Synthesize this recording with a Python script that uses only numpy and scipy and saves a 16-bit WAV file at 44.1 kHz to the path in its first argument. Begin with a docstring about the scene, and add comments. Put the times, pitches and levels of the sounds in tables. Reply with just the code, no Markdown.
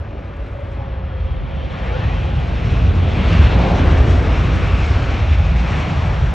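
"""A large jet airliner rolls out along a runway, heard on a phone from a car park beyond the fence.
Coloured noises on drawn levels make exhaust rumble, reverse-thrust roar and fan rush; the air dulls the
treble and turbulence makes it patchy. Wavering tones make a sinking howl and a fan whine, and short
gliding bands stand out of the rush. A faint treble rustle is near, and a breeze buffets the two ports."""
import sys
import numpy as np
from scipy import signal
from scipy.fft import rfft, irfft
from scipy.io import wavfile
from scipy.ndimage import uniform_filter1d

SR = 44100
rng = np.random.default_rng(int(sys.argv[2]) if len(sys.argv) > 2 else 0)


def invert_db(level):
    """Linear amplitude ratio for a level in decibels (20 dB per decade), elementwise."""
    return 10 ** (np.asarray(level, dtype=float) / 20)


def output_pcm(signal):
    """Save a mono or channel-first signal as 16-bit PCM at the path in sys.argv[1].

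    Samples are clipped to [-1, 1] before scaling.
    """
    pcm = np.clip(np.atleast_2d(signal).T, -1, 1) * 32767
    wavfile.write(sys.argv[1], SR, np.round(pcm).astype(np.int16))


N = 279583
T = np.arange(N) / SR  # seconds
F = np.maximum(np.fft.rfftfreq(N, 1 / SR), 1)  # Hz

# Swells of the exhaust rumble: start_s, level_db
RUMBLE_LEVEL = [(0, -26), (.3, -27.5), (.65, -23.5), (1, -25), (1.55, -19), (1.74, -25), (2.1, -15),
                (2.5, -18), (2.9, -13.5), (3.2, -17), (3.42, -9.5), (3.67, -16), (3.9, -12), (4.6, -13.5),
                (5.1, -15), (5.7, -16.5), (6.34, -17)]
# Swells of the growl above the rumble: start_s, level_db
GROWL_LEVEL = [(0, -45.5), (.6, -40), (1.1, -37), (1.6, -34.5), (2.1, -31), (2.6, -25.5), (3.0, -24),
               (3.5, -21.5), (3.9, -23.5), (4.3, -26), (4.7, -25.5), (5.1, -33.5), (5.6, -25), (6.0, -27.5),
               (6.34, -29.5)]
# Swells of the reversed flow: start_s, level_db
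ROAR_LEVEL = [(0, -38), (.75, -38), (1.25, -38.5), (1.8, -34.5), (1.97, -31.5), (2.15, -32.5), (2.6, -32),
              (3.3, -26), (3.45, -25), (3.6, -21.5), (3.8, -21.5), (4.0, -24), (4.3, -25), (4.6, -28.5),
              (5.15, -28.5), (5.5, -32.5), (5.75, -28.5), (6.34, -31)]
# Swells of the fan rush: start_s, level_db
FAN_LEVEL = [(0, -42), (.95, -41), (1.5, -40.5), (1.69, -38), (1.75, -34.5), (1.86, -34.5), (2.05, -33),
             (2.33, -37), (2.75, -33), (2.95, -35), (3.1, -31.5), (3.26, -28), (3.36, -26), (3.5, -28),
             (3.75, -28), (3.9, -27), (4.15, -30), (4.35, -28.5), (4.7, -29.5), (5.1, -29.5), (5.25, -31),
             (5.45, -33), (5.64, -32), (5.76, -28), (5.88, -30.5), (6.05, -30.5), (6.34, -33)]
# Airframe howl: start_s, pitch_hz, level_db
HOWL = [(0, 570, -46), (.25, 566, -46), (.42, 562, -42), (.48, 565, -52), (.54, 568, -38),
        (.61, 564, -34.5), (.68, 554, -43), (.9, 540, -41), (1.06, 530, -40), (1.17, 520, -38.5),
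        (1.22, 524, -43), (1.27, 532, -36.5), (1.33, 522, -48), (1.38, 526, -41), (1.45, 535, -47),
        (1.54, 542, -38.5), (1.7, 526, -42), (1.84, 520, -42), (1.9, 514, -36), (1.95, 511, -29.5),
        (2.02, 518, -39), (2.1, 525, -46), (2.16, 538, -34), (2.23, 530, -47), (2.29, 540, -34.5),
        (2.35, 530, -50), (2.8, 520, -54)]
# Fainter tone above the howl: start_s, pitch_hz, level_db
OVERTONE = [(1.8, 850, -62), (1.92, 852, -43), (2.05, 838, -46), (2.17, 846, -43), (2.3, 830, -44.5),
            (2.4, 812, -44), (2.5, 800, -62), (2.7, 800, -90)]
# Fan blade whine: start_s, pitch_hz, level_db
WHINE = [(0, 3300, -68), (.6, 3260, -61), (.72, 3255, -56), (.78, 3250, -60), (.84, 3250, -52),
         (.92, 3250, -59), (1.18, 3250, -54), (1.25, 3245, -56), (1.32, 3235, -46), (1.4, 3170, -57),
         (1.55, 3110, -50), (1.65, 3120, -55), (1.8, 3180, -57), (2.0, 3210, -48), (2.1, 3170, -54),
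         (2.18, 3130, -45), (2.24, 3110, -58), (2.5, 3050, -70)]
# Brief narrow gliding bands, one early and a cluster near two seconds:
# middle_s, half_length_s, pitch_hz, glide_hz_per_s, width_hz, level_db
STREAKS = [(.82, .045, 815, 300, 300, -38), (1.82, .04, 1750, 2500, 200, -42),
           (1.88, .05, 2180, 4000, 260, -41), (1.89, .03, 1800, 600, 120, -43),
           (1.94, .035, 1420, 2200, 150, -41), (2.0, .025, 1640, 3500, 150, -37.5),
           (2.025, .025, 1860, 600, 100, -37), (2.09, .04, 1860, 1200, 160, -43),
           (2.11, .05, 2420, 2500, 260, -43), (1.96, .04, 775, 500, 90, -39),
           (2.08, .04, 745, 200, 70, -40), (1.9, .08, 472, -120, 40, -37)]
# The path as the jet goes by: start_s, treble_gain_db (at 7 kHz), duct_over_rush_db, roar_upper_over_lower_db
PATH = [(0, -13.5, -9, -3), (1, -18, -9, 1), (1.7, -10, -8, 3.5), (2.5, -5.5, -7, -1), (3.4, -6, -8, -3.5),
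        (3.62, -6.5, -6, 4.5), (3.85, -6.5, -9.5, -6.5), (4.2, -4.5, -9.5, -3.5), (4.45, -4.5, -7.5, -5.5),
        (4.9, -3.5, -6.5, -1), (5.15, -6, -8.5, 1), (5.5, -3.5, -6, 7.5), (5.8, -3, -8, 4.5),
        (6.34, -5.5, -14, 5)]
# Moments when the treble brightens: middle_s, half_length_s, gain_db (at 7 kHz)
FLARES = [(3.32, 0.044, 1.5), (3.796, 0.015, 4.5), (3.982, 0.0095, 4), (4.106, 0.022, 6), (4.323, 0.038, 1),
          (5.107, 0.01, 4), (5.333, 0.016, 3), (5.75, 0.077, 0.5)]
# Band around 3.5 kHz against the rest of roar and fans: start_s, gain_db
PRESENCE = [(0, -3.5), (.9, 0), (1.3, 2), (1.65, 3), (1.76, 1), (2.3, 2.5), (2.6, 1), (3.0, 2), (3.45, 2),
            (3.9, -1.5), (4.5, -1), (5.1, -1), (5.6, -0.5), (6.34, -2.5)]
PRESENCE_HZ, PRESENCE_OCTAVES = 3520, .45
# Faint near rustle: middle_s, half_length_s, level_db
RUSTLE = [(.25, 0.13, -82), (0.498, 0.11, -73.5), (.64, 0.063, -79), (0.74, 0.056, -74), (2.38, .0015, -67),
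          (2.401, .0018, -57)]
# Gusts on the ports: start_s, end_s, level_db
GUSTS = [(1.162, 1.74, -37), (4.53, 4.66, -31), (5.048, 5.3, -42.5), (5.7, 6.0, -45.5)]
GUST_EDGE_S, CALM_DB = .03, -56

# Noise colours, only their shape counts: pitch_hz, density_db (per Hz)
RUMBLE_COLOUR = [(15, -53.5), (25, -22.5), (40, -6), (52, 3), (72, 2.5), (100, -2), (130, -8.5), (180, -21),
                 (300, -87.5), (600, -120)]
GROWL_COLOUR = [(30, -70), (60, -38), (100, -6), (150, 7), (190, 3), (250, -8.5), (330, -19), (500, -66),
                (1200, -120)]
ROAR_COLOUR = [(50, -82.5), (120, -38), (220, -2), (300, -2.5), (450, -5.5), (700, -6), (900, -9.5),
               (1200, -20.5), (2000, -48), (5000, -120)]
RUSH_COLOUR = [(150, -84.5), (400, -37), (800, -10.5), (1100, -0.5), (1500, -2.5), (2000, -4.5), (2600, -7),
               (3400, -8.5), (4400, -15), (4850, -19.5), (5400, -17.5), (5800, -19.5), (7000, -26),
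               (7800, -29), (8700, -40.5), (9300, -41), (11000, -53.5), (12500, -77.5)]
DUCT_COLOUR = [(700, -92), (1500, -42.5), (2100, -9), (2400, -5.5), (2700, -6.5), (2900, -10.5),
               (4000, -51), (8000, -110)]
BUFFET_COLOUR = [(25, -31.5), (60, 1), (110, -1.5), (200, -8.5), (350, -24.5), (1500, -90)]
HISS_COLOUR = [(1500, -77), (3000, -30), (6000, 6), (8000, 2.5), (9200, -6), (11500, -10), (12500, -37)]

# Angle of the jet to the phone: start_s, off_axis_share (scales left_lead_rad), scatter_gain_db
PORT_ANGLE = [(0, 1.1, -1.5), (1, 1.3, 1), (2.3, 1.3, 4), (2.9, 0.94, 3), (3.25, 0.4, 2.5),
              (4.9, 0.16, 0.5), (6.34, 0.88, 3)]
# Port pair: pitch_hz, left_over_right_db, left_lead_rad (at share 1), scatter_over_mid_db (at gain 0 dB)
PORT_PAIR = [(35, 0, 0, -44), (100, 0, .08, -27), (170, 0, .2, -16), (280, -.5, .35, -16),
             (450, -.3, .7, -10), (900, 1, .8, -10), (1250, 2, .8, -12), (1500, 4.5, .6, -10),
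             (1750, 3.5, 0, -12), (2030, 2.5, 0, -15), (2130, 0, 0, -40), (7000, 0, 0, -42),
             (9000, 0, 0, -10)]
SELF_NOISE_DB = -104


def curves(table):
    """Columns of a time table, one value per sample."""
    s, *columns = np.transpose(table)
    return [np.interp(T, s, c) for c in columns]


def by_hz(table):
    """Columns of a frequency table, one value per bin."""
    hz, *columns = np.transpose(table)
    return [np.interp(np.log(F), np.log(hz), c) for c in columns]


def unit(x):
    """Scale to rms 1."""
    return x / np.sqrt(np.mean(x ** 2))


def noise(colour):
    """Gaussian noise of a given colour, rms 1."""
    white = rfft(rng.standard_normal(N))
    return unit(irfft(white * invert_db(by_hz(colour)[0]), N))


def field(shape, long, wide):
    """Smooth random relief, smoothed over long steps of time and wide steps of frequency, rms 1."""
    relief = rng.standard_normal(shape)
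    for _ in range(2):
        relief = uniform_filter1d(relief, long, axis=1)
        relief = uniform_filter1d(relief, wide, axis=0)
    return unit(relief)


def bump(s, half):
    """A smooth swell around s, 1 at the top."""
    return np.exp(-((T - s) / half) ** 2)


def narrow(hz, gain, width_hz, steady):
    """A wavering tone: a gliding carrier, partly steady, partly with a random complex envelope."""
    sos = signal.butter(2, width_hz / 2, fs=SR, output="sos")
    wobble = signal.sosfilt(sos, rng.standard_normal(N) + 1j * rng.standard_normal(N))
    envelope = steady + wobble / np.std(wobble)
    carrier = np.exp(2j * np.pi * np.cumsum(hz) / SR)
    return gain * unit((envelope * carrier).real)


def breeze():
    """Wind buffets the ports with low, lumpy noise; a calm level sets in with the first gust."""
    def edge(s):
        return np.clip((T - s) / GUST_EDGE_S + .5, 0, 1)

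    lumps = invert_db(2.5 * field((1, N), 900, 1)[0])
    calm = invert_db(CALM_DB) * edge(GUSTS[0][0])
    gusts = sum(invert_db(db) * (edge(start) - edge(end)) for start, end, db in GUSTS)
    return (calm + gusts) * lumps * noise(BUFFET_COLOUR)


def rustle():
    """A thin, grainy treble flutter close by: hiss with a random fast level."""
    grain = invert_db(3.1 * field((1, N), 300, 1)[0])
    swells = sum(invert_db(db) * bump(s, half) for s, half, db in RUSTLE)
    return swells * grain * noise(HISS_COLOUR)


def through_air(x, treble_db, patchy_db, flicker_db):
    """Absorption grows with frequency; eddies on the path make patches and quick treble flickers."""
    hz, s, z = signal.stft(x, SR, nperseg=512)
    hz = hz[:, None]
    rise = np.minimum(hz / 7000, 1.3) ** 1.57  # 1 at 7 kHz
    octaves = np.log2(np.maximum(hz, 1) / PRESENCE_HZ)
    band = np.exp(-(octaves / PRESENCE_OCTAVES) ** 2)
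    gain_db = np.interp(s, T, treble_db) * rise + np.interp(s, T, curves(PRESENCE)[0]) * band
    patches = patchy_db * field(z.shape, 15, 5)
    flickers = flicker_db * np.minimum(rise, 1) * field(z.shape, 4, 58)
    return signal.istft(z * invert_db(gain_db + patches + flickers), SR, nperseg=512)[1][:N]


def streaks():
    """Short gliding bands of wavering tone that stand out of the rush."""
    total = 0
    for s, half, hz, glide, width, db in STREAKS:
        pitch_hz = np.clip(hz + glide * (T - s), 100, 4000)
        total = total + narrow(pitch_hz, invert_db(db) * bump(s, half), width, steady=0.55)
    return total


def howl():
    """The airframe's wavering tone, with a fainter and narrower tone above it."""
    howl_hz, howl_db = curves(HOWL)
    over_hz, over_db = curves(OVERTONE)
    low = narrow(howl_hz, invert_db(howl_db), width_hz=70, steady=1.4)
    return low + narrow(over_hz, invert_db(over_db), width_hz=34, steady=1.1)


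def fans():
    """The fans rush as broad noise, ring in their duct and whine at a gliding blade pitch."""
    duct_db = curves(PATH)[1]
    whine_hz, whine_db = curves(WHINE)
    rush = invert_db(curves(FAN_LEVEL)[0]) * (noise(RUSH_COLOUR) + invert_db(duct_db) * noise(DUCT_COLOUR))
    return rush + narrow(whine_hz, invert_db(whine_db), width_hz=130, steady=.55)


def roar():
    """The reversed stream: its upper half rises and falls against the lower."""
    level_db, bright_db = curves(ROAR_LEVEL)[0], curves(PATH)[2]
    x = noise(ROAR_COLOUR)
    lower = signal.sosfiltfilt(signal.butter(2, 560, fs=SR, output="sos"), x)
    upper = x - lower
    return invert_db(level_db) * (invert_db(-bright_db / 2) * lower + invert_db(bright_db / 2) * upper)


def lumpy(x, lumps_db):
    """Large eddies surge unevenly: now one part of the bass swells, now another."""
    z = signal.stft(x, SR, nperseg=4096)[2]
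    return signal.istft(z * invert_db(lumps_db * field(z.shape, 5, 3)), SR, nperseg=4096)[1][:N]


def exhaust():
    """Big eddies behind the engines: low rumble and the growl above it."""
    rumble = invert_db(curves(RUMBLE_LEVEL)[0]) * noise(RUMBLE_COLOUR)
    growl = invert_db(curves(GROWL_LEVEL)[0]) * noise(GROWL_COLOUR)
    return lumpy(rumble + growl, lumps_db=1.5)


def jet():
    """The whole airliner; only roar and fans pass the air's treble loss and patches."""
    treble_db = curves(PATH)[0] + sum(db * bump(s, half) for s, half, db in FLARES)
    highs = through_air(roar() + fans(), treble_db, patchy_db=0.77, flicker_db=1.5)
    return exhaust() + highs + howl() + streaks()


def scene():
    """Ports differ in level and phase below about 2 kHz; scatter and wind drive them oppositely."""
    off_axis, scatter_db = curves(PORT_ANGLE)
    tilt_db, lead_rad, spread_db = by_hz(PORT_PAIR)
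    direct = rfft(jet() + rustle())
    scattered = rfft(jet())  # the same levels from fresh noise
    mid = irfft(direct, N)
    side = irfft(direct * np.tanh(np.log(invert_db(tilt_db)) / 2), N)
    side += off_axis * irfft(direct * 1j * np.tan(lead_rad / 2), N)
    side += invert_db(scatter_db) * irfft(scattered * invert_db(spread_db), N)
    side += breeze()
    return np.array([mid + side, mid - side])


def top_cut(x):
    """Nothing passes above the cut-off."""
    return signal.sosfilt(signal.butter(12, 15000, fs=SR, output="sos"), x)


def record(dry):
    """A quick gain control evens out the bass swells; faint electronic hiss joins in."""
    bass = signal.sosfiltfilt(signal.butter(2, 130, fs=SR, output="sos"), dry)
    power = bass.mean(axis=0) ** 2
    quick = uniform_filter1d(power, int(0.089 * SR))
    slow = uniform_filter1d(power, int(.4 * SR))
    gain = np.clip((quick + 1e-12) / (slow + 1e-12), .3, 9) ** -.12
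    hiss = invert_db(SELF_NOISE_DB) * rng.standard_normal(dry.shape)
    mix = dry + bass * (gain - 1) + hiss
    return top_cut(mix)


dry = scene()
out = record(dry)
output_pcm(out)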